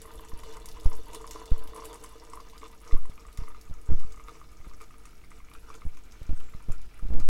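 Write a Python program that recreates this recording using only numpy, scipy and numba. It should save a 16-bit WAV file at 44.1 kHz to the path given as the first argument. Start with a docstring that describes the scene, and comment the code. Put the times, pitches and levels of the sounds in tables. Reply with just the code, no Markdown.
"""Hot water runs from a kettle into a metal cup, close to a hand-held phone in a small room.
At first the stream drums on the bottom and spray ticks on the metal wall; all along, the flow surges
and handling knocks reach the microphone as low thumps. Drumming and spray fade as the bottom is covered.
Trapped bubbles ring the air in the cup, higher as it fills. Near the end, fine froth gathers
and a thin, faint whistle passes."""
import sys
import numpy as np
from scipy import signal
from scipy.fft import rfft, irfft
from scipy.io import wavfile
from scipy.ndimage import uniform_filter1d
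from numba import njit

SR = 44100
rng = np.random.default_rng(int(sys.argv[2]) if len(sys.argv) > 2 else 0)


def transcribe(signal):
    """Save signal, clipped to [-1, 1], as a 16-bit WAV file at the path in sys.argv[1]."""
    frames = np.atleast_2d(signal).T
    limited = np.clip(frames, -1, 1)
    pcm = np.round(limited * 32767).astype(np.int16)
    wavfile.write(sys.argv[1], SR, pcm)


N = 321470
TIME = np.arange(N) / SR

# The main note of the air above the water. Each row: time in seconds, pitch in Hz.
AIR_NOTE = [(0, 980), (1.2, 1010), (2.3, 1067), (3.3, 1227), (4.5, 1244), (5.7, 1464), (7.3, 1390)]
# The low notes of the cup on its table. Each row: pitch in Hz, width in Hz, gain in dB.
CUP_NOTES = [(325.3, 23, -1.5), (450.4, 20, 7.5), (605, 78, -6.5), (680, 19, -18)]
# The high notes of the metal wall. Each row: pitch in Hz, width in Hz, gain in dB.
WALL_NOTES = [(2120, 60, 4), (2810, 84, 1), (3450, 40, -1), (4800, 37, -12), (5200, 60, -8), (5430, 50, 0),
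              (6300, 70, -7), (8090, 70, -5)]
# Handling knocks. Each row: start in seconds, size in dB, length of the push in seconds,
# and how many seconds earlier a light touch comes.
KNOCKS = [(.333, -23.5, 0.0033, 0.0017), (0.857, -6.5, 0.0077, 0), (1.518, -9, 0.0058, 0.0025),
          (2.928, -3, .025, 0.0013), (3.097, -31.5, 0.0025, 0), (3.388, -22, 0.0033, 0.00061),
          (3.418, -22.5, 0.005, 0.0033), (3.71, -22, 0.0056, .012), (3.899, -6.5, 0.012, .01),
          (3.92, -15.5, 0.0043, 0), (3.935, -7.5, 0.013, 0.0045), (4.048, -31.5, .0032, 0),
          (4.602, -32, 0.0056, 0.0018), (4.671, -31, 0.0039, 0.0038), (5.863, -16.5, 0.0075, 0.011),
          (6.217, -27.5, 0.0027, 0.0018), (6.293, -15.5, 0.0053, 0), (6.305, -14, 0.00744, 0.0028),
          (6.331, -17.5, 0.0052, 0.0036), (6.549, -31, 0.0019, 0.00069), (6.691, -15.5, 0.0059, 0.0051),
          (6.701, -16.5, 0.0053, 0.0045), (7.03, -18, 0.0075, 0.0044), (7.055, -18.5, 0.0072, 0.0042),
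          (7.089, -27, 0.0031, 0), (7.105, -16, 0.0053, 0.0031), (7.123, -15.5, 0.0065, 0.0032),
          (7.137, 4, 0.074, 0.0028), (7.209, -16.5, 0.0084, 0.0066)]


def stream(level_db, follow, surge, deep_db):
    """Gain of a water sound: it follows the flow and its surges, and shifts by deep_db in deep water."""
    # The strength of the stream. Each row: time in seconds, level in dB (-60 is the normal flow).
    flow = [(0.0, -59), (0.58, -60.5), (1.15, -57), (1.25, -54.5), (2.3, -59), (2.67, -64.5), (3.27, -61.5),
            (3.71, -63.5), (4.02, -58), (4.48, -64.5), (4.89, -66.5), (5.09, -63), (5.31, -77.5),
            (5.67, -60.5), (5.96, -69), (6.58, -64.5), (6.8, -69), (7.25, -69)]
    # Short swells of the stream. Each row: start in seconds, rise in dB, length in seconds.
    surges = [(0.144, 4.5, 0.041), (0.434, 6.5, 0.14), (0.814, 3, 0.17), (1.116, 6.5, 0.06),
              (1.342, 4, 0.059), (1.741, 5, 0.213), (2.315, 2.5, 0.046), (2.604, 9.5, 0.069),
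              (2.855, 10.5, 0.096), (3.38, 5, 0.14), (4.269, 7.5, 0.1), (4.65, 5, 0.1), (4.796, 8.5, 0.047),
              (5.296, 11.5, 0.093), (5.495, 2.5, 0.091), (5.675, 7, 0.11), (6.12, 2, 0.34),
              (6.684, 7, 0.072), (7.182, 9, 0.053)]
    attack_s, release_s = 0.013, 0.012
    surge_db = sum(db * np.interp(TIME - s, [0, attack_s, length, length + release_s], [0.0012, 1, 0.97, 0])
                   for s, db, length in surges)
    return undb(level_db + follow * (curve(flow) + 60) + surge * surge_db + deep_db * covered())


def covered(from_s=1.8, until_s=3.6):
    """0 while the stream strikes the bare bottom, 1 once it falls into deep water."""
    return np.interp(TIME, [from_s, until_s], [0, 1])


def gurgle(throb_db=2.5, throb_hz=(5, 14)):
    """Trapped bubbles ring the shrinking air space, throbbing unevenly; smaller ones sound above it."""
    # The notes of the air near the rim. 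Each row: pitch in Hz, width in Hz, gain in dB.
    rim_notes = [(850, 16, -12), (940, 67, 11), (1060, 24, -18), (1183, 48, 2), (1340, 17, -48),
                 (1540, 28, -4)]
    large = swarm(per_s=380, lo_hz=870, hi_hz=1525, cycles=9.4, spread_db=2.5, glide=0.045)
    large = resonate(large, curve(AIR_NOTE), 230.0) + undb(-7.5) * large
    large = cup(large + undb(-5.5) * ring(large, rim_notes), body_db=10)
    small = swarm(per_s=400, lo_hz=1730, hi_hz=3320, cycles=6.9, spread_db=0, glide=0.092)
    fade_in = np.minimum(TIME / 4, 1)
    small += undb(5.5) * resonate(small, second_note(TIME), 180.0) * fade_in
    large, small = (even(room(x, early_db=-1, early_s=0.051, late_db=-7, late_s=0.3), span_s=0.36)
                    for x in (large, small))
    large *= stream(level_db=-60, follow=0.69, surge=0.93, deep_db=-2)
    small *= stream(level_db=-65, follow=0.033, surge=0.36, deep_db=-4.5)
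    throb = undb(throb_db * unit(band(rng.standard_normal(N), *throb_hz)))
    return throb * (large + small)


def plops(strays_per_s=11, spread_db=9, glide=0.0072, pitch_scatter=0.075):
    """Big bubbles stand out of the gurgle: each is a short rising note that stirs the second air note."""
    # The boldest bubbles. Each row: start in seconds, relative level of the main note in dB,
    # its pitch in Hz, relative level of the second note in dB.
    big_bubbles = [(0.054, -43, 1060, -57), (0.195, -42, 1010, -61), (0.318, -43, 1010, -61),
                   (0.434, -41, 1040, -55), (0.572, -41, 950, -57), (0.771, -42, 980, -64),
                   (0.917, -39, 1000, -56), (1.149, -38, 950, -55), (1.243, -36, 1060, -61),
                   (1.359, -35, 1030, -60), (1.416, -39, 972, -62), (1.734, -42, 1070, -60),
                   (1.761, -38, 1030, -59), (1.797, -39, 1060, -58), (1.822, -39, 1050, -58),
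                   (1.91, -39, 950, -61), (2.044, -41, 1030, -59), (2.334, -36, 1030, -56),
                   (2.373, -37, 1060, -62), (2.4, -40, 1070, -62), (2.533, -45, 950, -60),
                   (2.631, -38, 1060, -58), (2.911, -42, 1190, -51), (2.966, -41, 1110, -56),
                   (3.054, -43, 950, -60), (3.178, -49, 1180, -52), (3.251, -46, 1180, -61),
                   (3.437, -42, 961, -58), (3.48, -42, 1220, -57), (3.547, -45, 1270, -59),
                   (4.143, -48, 1220, -60), (4.197, -45, 1230, -56), (4.284, -39, 1240, -54),
                   (4.414, -45, 1180, -67), (4.646, -48, 1320, -59), (4.713, -49, 1170, -62),
                   (4.811, -43, 1200, -52), (4.908, -52, 1250, -60), (4.941, -51, 1260, -60),
                   (5.054, -52, 1250, -57), (5.239, -59, 1240, -55), (5.316, -47, 1270, -58),
                   (5.402, -51, 1130, -58), (5.486, -56, 1270, -54), (5.515, -49, 1210, -53),
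                   (5.551, -44, 1380, -58), (5.702, -40, 1190, -57), (5.819, -45, 1240, -55),
                   (5.972, -52, 1020, -54), (6.537, -46, 1260, -56), (6.72, -45, 1360, -55),
                   (6.994, -47, 1310, -68)]
    bold = [(s, undb(db + 4.5), hz, undb(second_db + 8.5)) for s, db, hz, second_db in big_bubbles]
    s, softness, pitch = strays(strays_per_s).T
    size = undb(-spread_db * softness)
    main = size * np.interp(s, TIME, stream(level_db=-41.5, follow=1, surge=0.29, deep_db=-5))
    second = size * np.interp(s, TIME, stream(level_db=-55, follow=0.071, surge=0.98, deep_db=5.5))
    hz = np.interp(s, TIME, curve(AIR_NOTE)) * (0.917 + 0.14 * pitch)
    light = np.column_stack([s, main, hz, second])
    s, main, hz, second = np.vstack([bold, light]).T.copy()
    second_hz = second_note(s) * (1 + pitch_scatter * rng.standard_normal(len(s)))
    notes = bubbles(s, hz, cycles=np.full(len(s), 16.0), size=main, glide=glide)
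    notes += bubbles(s, second_hz, cycles=np.full(len(s), 30.0), size=second, glide=glide)
    return room(cup(notes, body_db=4), early_db=-6.5, early_s=0.08, late_db=-8, late_s=0.3)


def second_note(s, start_hz=2020, rise_hz_per_s=46):
    """Pitch of the second air note, which climbs as the cup fills."""
    return start_hz + rise_hz_per_s * s


def cup(x, body_db):
    """Bubbles sound through the cup: its low notes ring along, with a gap below the air note."""
    return band(x, 882, 5300, order=4) + undb(body_db) * band(ring(x, CUP_NOTES), 310, 680, order=3)


def drumming():
    """The stream drums on the bottom of the cup, harder whenever it swells."""
    blows = swarm(per_s=600, lo_hz=234, hi_hz=800, cycles=1.85, spread_db=4, glide=0.086)
    drum = even(band(ring(blows, CUP_NOTES), 240, 1120), span_s=0.24)
    return drum * stream(level_db=-56.5, follow=0.97, surge=1, deep_db=-6.5)


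def spray():
    """Fine droplets crackle and tiny bubbles ping; the tone changes as the bottom is covered."""
    # The tone of spray on shallow and on deep water. Each row: frequency in Hz, gain in dB.
    shallow_tone = [(1650, -54), (2800, 8), (3170, -9), (3530, 6), (3960, -1), (4710, 3), (5100, -3.5),
                    (5530, 2), (6860, 1), (8050, 0.5), (9100, -6), (9710, 2), (10900, 0.5), (15800, -13)]
    deep_tone = [(1650, 4), (2800, -2), (3240, -24), (3550, -5), (4290, -9), (4990, -4), (6530, -2.5),
                 (8170, -5), (8780, -10), (9230, -6), (10400, -7), (11600, -4.5), (13000, -19),
                 (15800, -28)]
    ticks = swarm(per_s=1200, lo_hz=2960, hi_hz=13700, cycles=9.5, spread_db=8.5, glide=0.32)
    ticks = np.diff(ticks, prepend=0)  # tiny sources give off treble best
    ticks += undb(-2) * ring(ticks, WALL_NOTES)
    ticks = room(ticks, early_db=-3.5, early_s=0.07, late_db=-4.5, late_s=0.25)
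    fizz = swarm(per_s=580, lo_hz=2740, hi_hz=9450, cycles=38, spread_db=-1.5, glide=0.076)
    fizz = room(fizz, early_db=-3, early_s=0.077, late_db=-5.5, late_s=0.25)
    splash = unit(ticks) + undb(-5.5) * unit(fizz)
    shallow = (1 - covered()) * unit(colour(splash, shallow_tone))
    deep = covered() * unit(colour(splash, deep_tone))
    gain = stream(level_db=-61.5, follow=0.49, surge=0.73, deep_db=-3.5)
    return even(shallow + deep, span_s=0.098) * gain


def drops(strays_per_s=7, spread_db=8, crack_s=0.001, scatter_s=0.0086):
    """Each drop bursts in a short crack that the wall and the room carry on."""
    # Drops that hit the wall hard. Each row: start in seconds, relative level in dB, centre pitch in Hz.
    hard_drops = [(0.0176, -36, 9200), (0.2857, -45, 6500), (0.4355, -43, 3710), (0.536, -45, 6090),
                  (0.6575, -34.5, 8950), (0.687, -37, 4860), (0.846, -41, 3560), (0.9303, -42.5, 6490),
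                  (1.1472, -31.5, 8450), (1.3098, -33.5, 5900), (1.4565, -42, 5760), (1.5922, -43, 3800),
                  (1.762, -40.5, 8400), (1.854, -35.5, 10300), (1.93, -39.5, 4600), (2.0386, -38, 7900),
                  (2.3337, -41, 7000), (2.579, -41, 5030), (3.3737, -40, 5300), (3.6126, -42.5, 6100),
                  (3.997, -45.5, 2950), (4.1225, -43.5, 6130), (4.283, -47.5, 3400), (4.816, -42.5, 7950),
                  (5.0549, -42, 7100), (5.537, -43, 9310), (5.7418, -46.5, 3580), (5.9708, -50, 7330),
                  (6.1215, -43, 6100), (6.2304, -48, 3120), (6.4014, -46, 3020), (6.7199, -40.5, 6800),
                  (6.8164, -45.5, 5140), (7.2, -40, 6300)]
    hits = [(s, undb(db + 2), hz) for s, db, hz in hard_drops]
    light = stream(level_db=-40, follow=0.23, surge=0.4, deep_db=-9)
    hits += [(s, light[int(s * SR)] * undb(-spread_db * softness), 3200 * 2.6 ** pitch)
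             for s, softness, pitch in strays(strays_per_s)]
    out, t = np.zeros(N), TIME[:SR // 20]
    burst = np.exp(-t / crack_s) + undb(-17.5) * np.exp(-t / scatter_s)  # the hit, then its droplets
    for s, gain, hz in hits:
        noise = rng.standard_normal(len(t)) * burst
        crack = band(noise, 1620, 12100, order=4) + undb(-9) * band(noise, 15800, 24000)
        crack += undb(-1) * band(crack, hz / np.sqrt(2), hz * np.sqrt(2))  # lift the drop's own octave
        add(out, s, gain * crack / np.abs(crack).max())
    out += undb(-3.5) * ring(out, WALL_NOTES)
    return room(out, early_db=-0.5, early_s=0.062, late_db=-4, late_s=0.18)


def froth(level_db=-68, start_s=5.63, full_s=6.2):
    """Fine bubbles gather on the surface late in the pour."""
    fine = swarm(per_s=950, lo_hz=2130, hi_hz=3650, cycles=3, spread_db=4.5, glide=0.068)
    fine = room(fine, early_db=7, early_s=0.046, late_db=-8, late_s=0.17)
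    return unit(fine) * undb(level_db) * np.interp(TIME, [start_s, full_s], [0, 1])


def knocks(touch_db=-9.5, touch_share=0.38, roughness=0.63, leak_hz=4.48, leak_width_hz=6.6):
    """A light touch, then an uneven push on the microphone; the pressure leaks away and swings back."""
    force = np.zeros(N)
    for s, db, length, lead in KNOCKS:
        touch = (s - lead, db + touch_db, length * touch_share)
        for start, size_db, span in (touch, (s, db, length)):
            count = int(span * SR)
            push = np.sin(np.pi * np.linspace(0, 1, count)) ** 0.27
            noise = band(rng.standard_normal(SR // 10), 62, 570, order=1)
            grit = unit(band(noise, 84, 2700))[-count:]
            add(force, start, undb(size_db) * push / push.sum() * (1 + roughness * grit))
    return resonate(force, np.full(N, leak_hz), leak_width_hz) * SR / (2 * np.pi * leak_width_hz)


def whistle():
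    """A faint, wavering tone rises and falls."""
    # The path of the whistle. Each row: time in seconds, pitch in Hz, level in dB.
    path = [(6.17, 7600, -82), (6.22, 7600, -83), (6.31, 7900, -83), (6.345, 8300, -82), (6.375, 8350, -61),
            (6.40, 8100, -85), (6.42, 7600, -74), (6.49, 7500, -71), (6.53, 7200, -81)]
    waver = unit(band(rng.standard_normal(N), 12, 90))
    phase = 2 * np.pi * np.cumsum(curve(path) * (1 + 0.004 * waver)) / SR
    sounding = (TIME > path[0][0]) & (TIME < path[-1][0])
    return np.sqrt(2) * np.sin(phase) * undb(curve(path, column=2)) * sounding


def background(hiss_db=-62.5, shake_db=-43.5, shake_s=0.28):
    """Steady room hiss lies over a low rumble that swells after each knock."""
    # The tone of the room's hiss. Each row: frequency in Hz, gain in dB.
    hiss_tone = [(59, -13), (100, -2), (307, -1.5), (380, -7), (450, -15), (533, -14), (748, -10.5),
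                 (1270, -34), (1710, -14.5), (2150, -28.5), (3290, -20.5), (6620, -23.5), (15800, -26)]
    # The rumble apart from the knocks. Each row: time in seconds, level in dB.
    rumble_levels = [(0, -41), (.75, -39.5), (1.3, -45.5), (4.2, -46), (5.2, -45), (7.2, -44)]
    # The tone of the rumble. Each row: frequency in Hz, gain in dB.
    rumble_tone = [(5, 9), (15, 2.5), (30, -5), (47, 0), (68, -14), (120, -22), (220, -31),
                   (500, -40), (2000, -81)]
    hiss = unit(colour(rng.standard_normal(N), hiss_tone)) * undb(hiss_db)
    rumble = unit(colour(rng.standard_normal(N), rumble_tone))
    shake = sum(undb(db + shake_db) * np.exp(-np.abs(TIME - s) / shake_s) * (TIME > s)
                for s, db, *_ in KNOCKS)
    return hiss + rumble * (undb(curve(rumble_levels)) + shake)


def room(x, early_db, early_s, late_db, late_s):
    """Add quick echoes from cup and table, then the room's tail; each fades 60 dB in its given time."""
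    t = TIME[:SR // 2]
    response = signal.unit_impulse(len(t))
    for db, fade_s in ((early_db, early_s), (late_db, late_s)):
        tail = rng.standard_normal(len(t)) * np.exp(-np.log(1000) * t / fade_s) * (t > 1 / 2000)
        response += undb(db) * tail / np.linalg.norm(tail)
    return signal.fftconvolve(x, response)[:N]


def swarm(per_s, lo_hz, hi_hz, cycles, spread_db, glide):
    """Bubble-like pings at random times and pitches; spread_db sets how much their levels differ."""
    when, pitch, life, chance = rng.random((int(per_s * N / SR), 4)).T
    size = undb(spread_db * np.minimum(-np.log(1 - chance), 5))  # most are alike, a few differ a lot
    return bubbles(when * N / SR, lo_hz * (hi_hz / lo_hz) ** pitch, cycles * (0.5 + life), size, glide)


@njit
def bubbles(times, hz, cycles, size, glide):
    """Each bubble is a pure tone that fades 60 dB over its cycles and rises by the fraction glide."""
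    out = np.zeros(N)
    for k in range(len(times)):
        start, life, phase = int(times[k] * SR), int(cycles[k] * SR / hz[k]) + 2, 0.0
        for i in range(min(life, N - start)):
            phase += 2 * np.pi * hz[k] * (1 + glide * i / life) / SR
            out[start + i] += size[k] * np.exp(-np.log(1000) * i / life) * np.sin(phase)
    return out


def strays(per_s):
    """Random events spread over the pour. Each row: start in seconds, two random numbers from 0 to 1."""
    count = int(per_s * N / SR)
    rows = rng.random((count, 3))
    starts = (np.arange(count) + rows[:, 0]) / count * N / SR
    return np.column_stack([starts, rows[:, 1:]])


def ring(x, notes):
    """Let a sound ring an object's fixed notes."""
    return sum(undb(db) * signal.lfilter(*signal.iirpeak(hz, hz / width, fs=SR), x + 1e-18)
               for hz, width, db in notes)


@njit
def resonate(x, hz, width_hz):
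    """Ring one note whose pitch may move (a state-variable band-pass, gain 1 at its centre)."""
    out, mid_state, low_state = np.empty(len(x)), 0.0, 0.0
    for i in range(len(x)):
        tuning, damping = np.tan(np.pi * hz[i] / SR), width_hz / hz[i]
        mid = (mid_state + tuning * (x[i] + 1e-18 - low_state)) / (1 + tuning * (tuning + damping))
        mid_state = 2 * mid - mid_state
        low_state += 2 * tuning * mid
        out[i] = damping * mid
    return out


def band(x, lo_hz, hi_hz, order=2):
    """Keep the part of a sound between two frequencies."""
    edges = [lo_hz, min(hi_hz, SR / 2 - 1000)]
    return signal.sosfilt(signal.butter(order, edges, "band", fs=SR, output="sos"), x)


def colour(x, tone):
    """Turn each frequency up or down as a tone table says."""
    hz, db = np.transpose(tone)
    bins = np.maximum(np.fft.rfftfreq(N, 1 / SR), 1)
    return irfft(rfft(x) * undb(np.interp(np.log(bins), np.log(hz), db)), N)


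def even(x, span_s):
    """Even out slow changes of level, keeping the quick flicker."""
    k = int(span_s * SR / 2)
    return x / np.sqrt(uniform_filter1d(uniform_filter1d(x ** 2, k), k) + 1e-18)


def unit(x):
    """Scale to an average (rms) level of 1."""
    return x / np.sqrt(np.mean(x ** 2))


def undb(db):
    """Turn decibels into a gain."""
    return 10 ** (np.asarray(db) / 20)


def curve(rows, column=1):
    """One column of a table, joined by straight lines in time."""
    rows = np.array(rows)
    return np.interp(TIME, rows[:, 0], rows[:, column])


def add(out, start_s, sound):
    """Mix a sound in at a given time."""
    i = max(int(start_s * SR), 0)
    out[i:i + len(sound)] += sound[:max(N - i, 0)]


def scene():
    """The pour, the knocks, the whistle and the room, in one channel."""
    water = gurgle() + drumming() + spray() + drops() + plops() + froth()
    return (water + knocks() + whistle() + background())[None]


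def record(dry):
    """The phone cuts the treble above 15850 Hz."""
    return signal.sosfilt(signal.ellip(10, 0.2, 70, 15850, fs=SR, output="sos"), dry)


dry = scene()
out = record(dry)
transcribe(out)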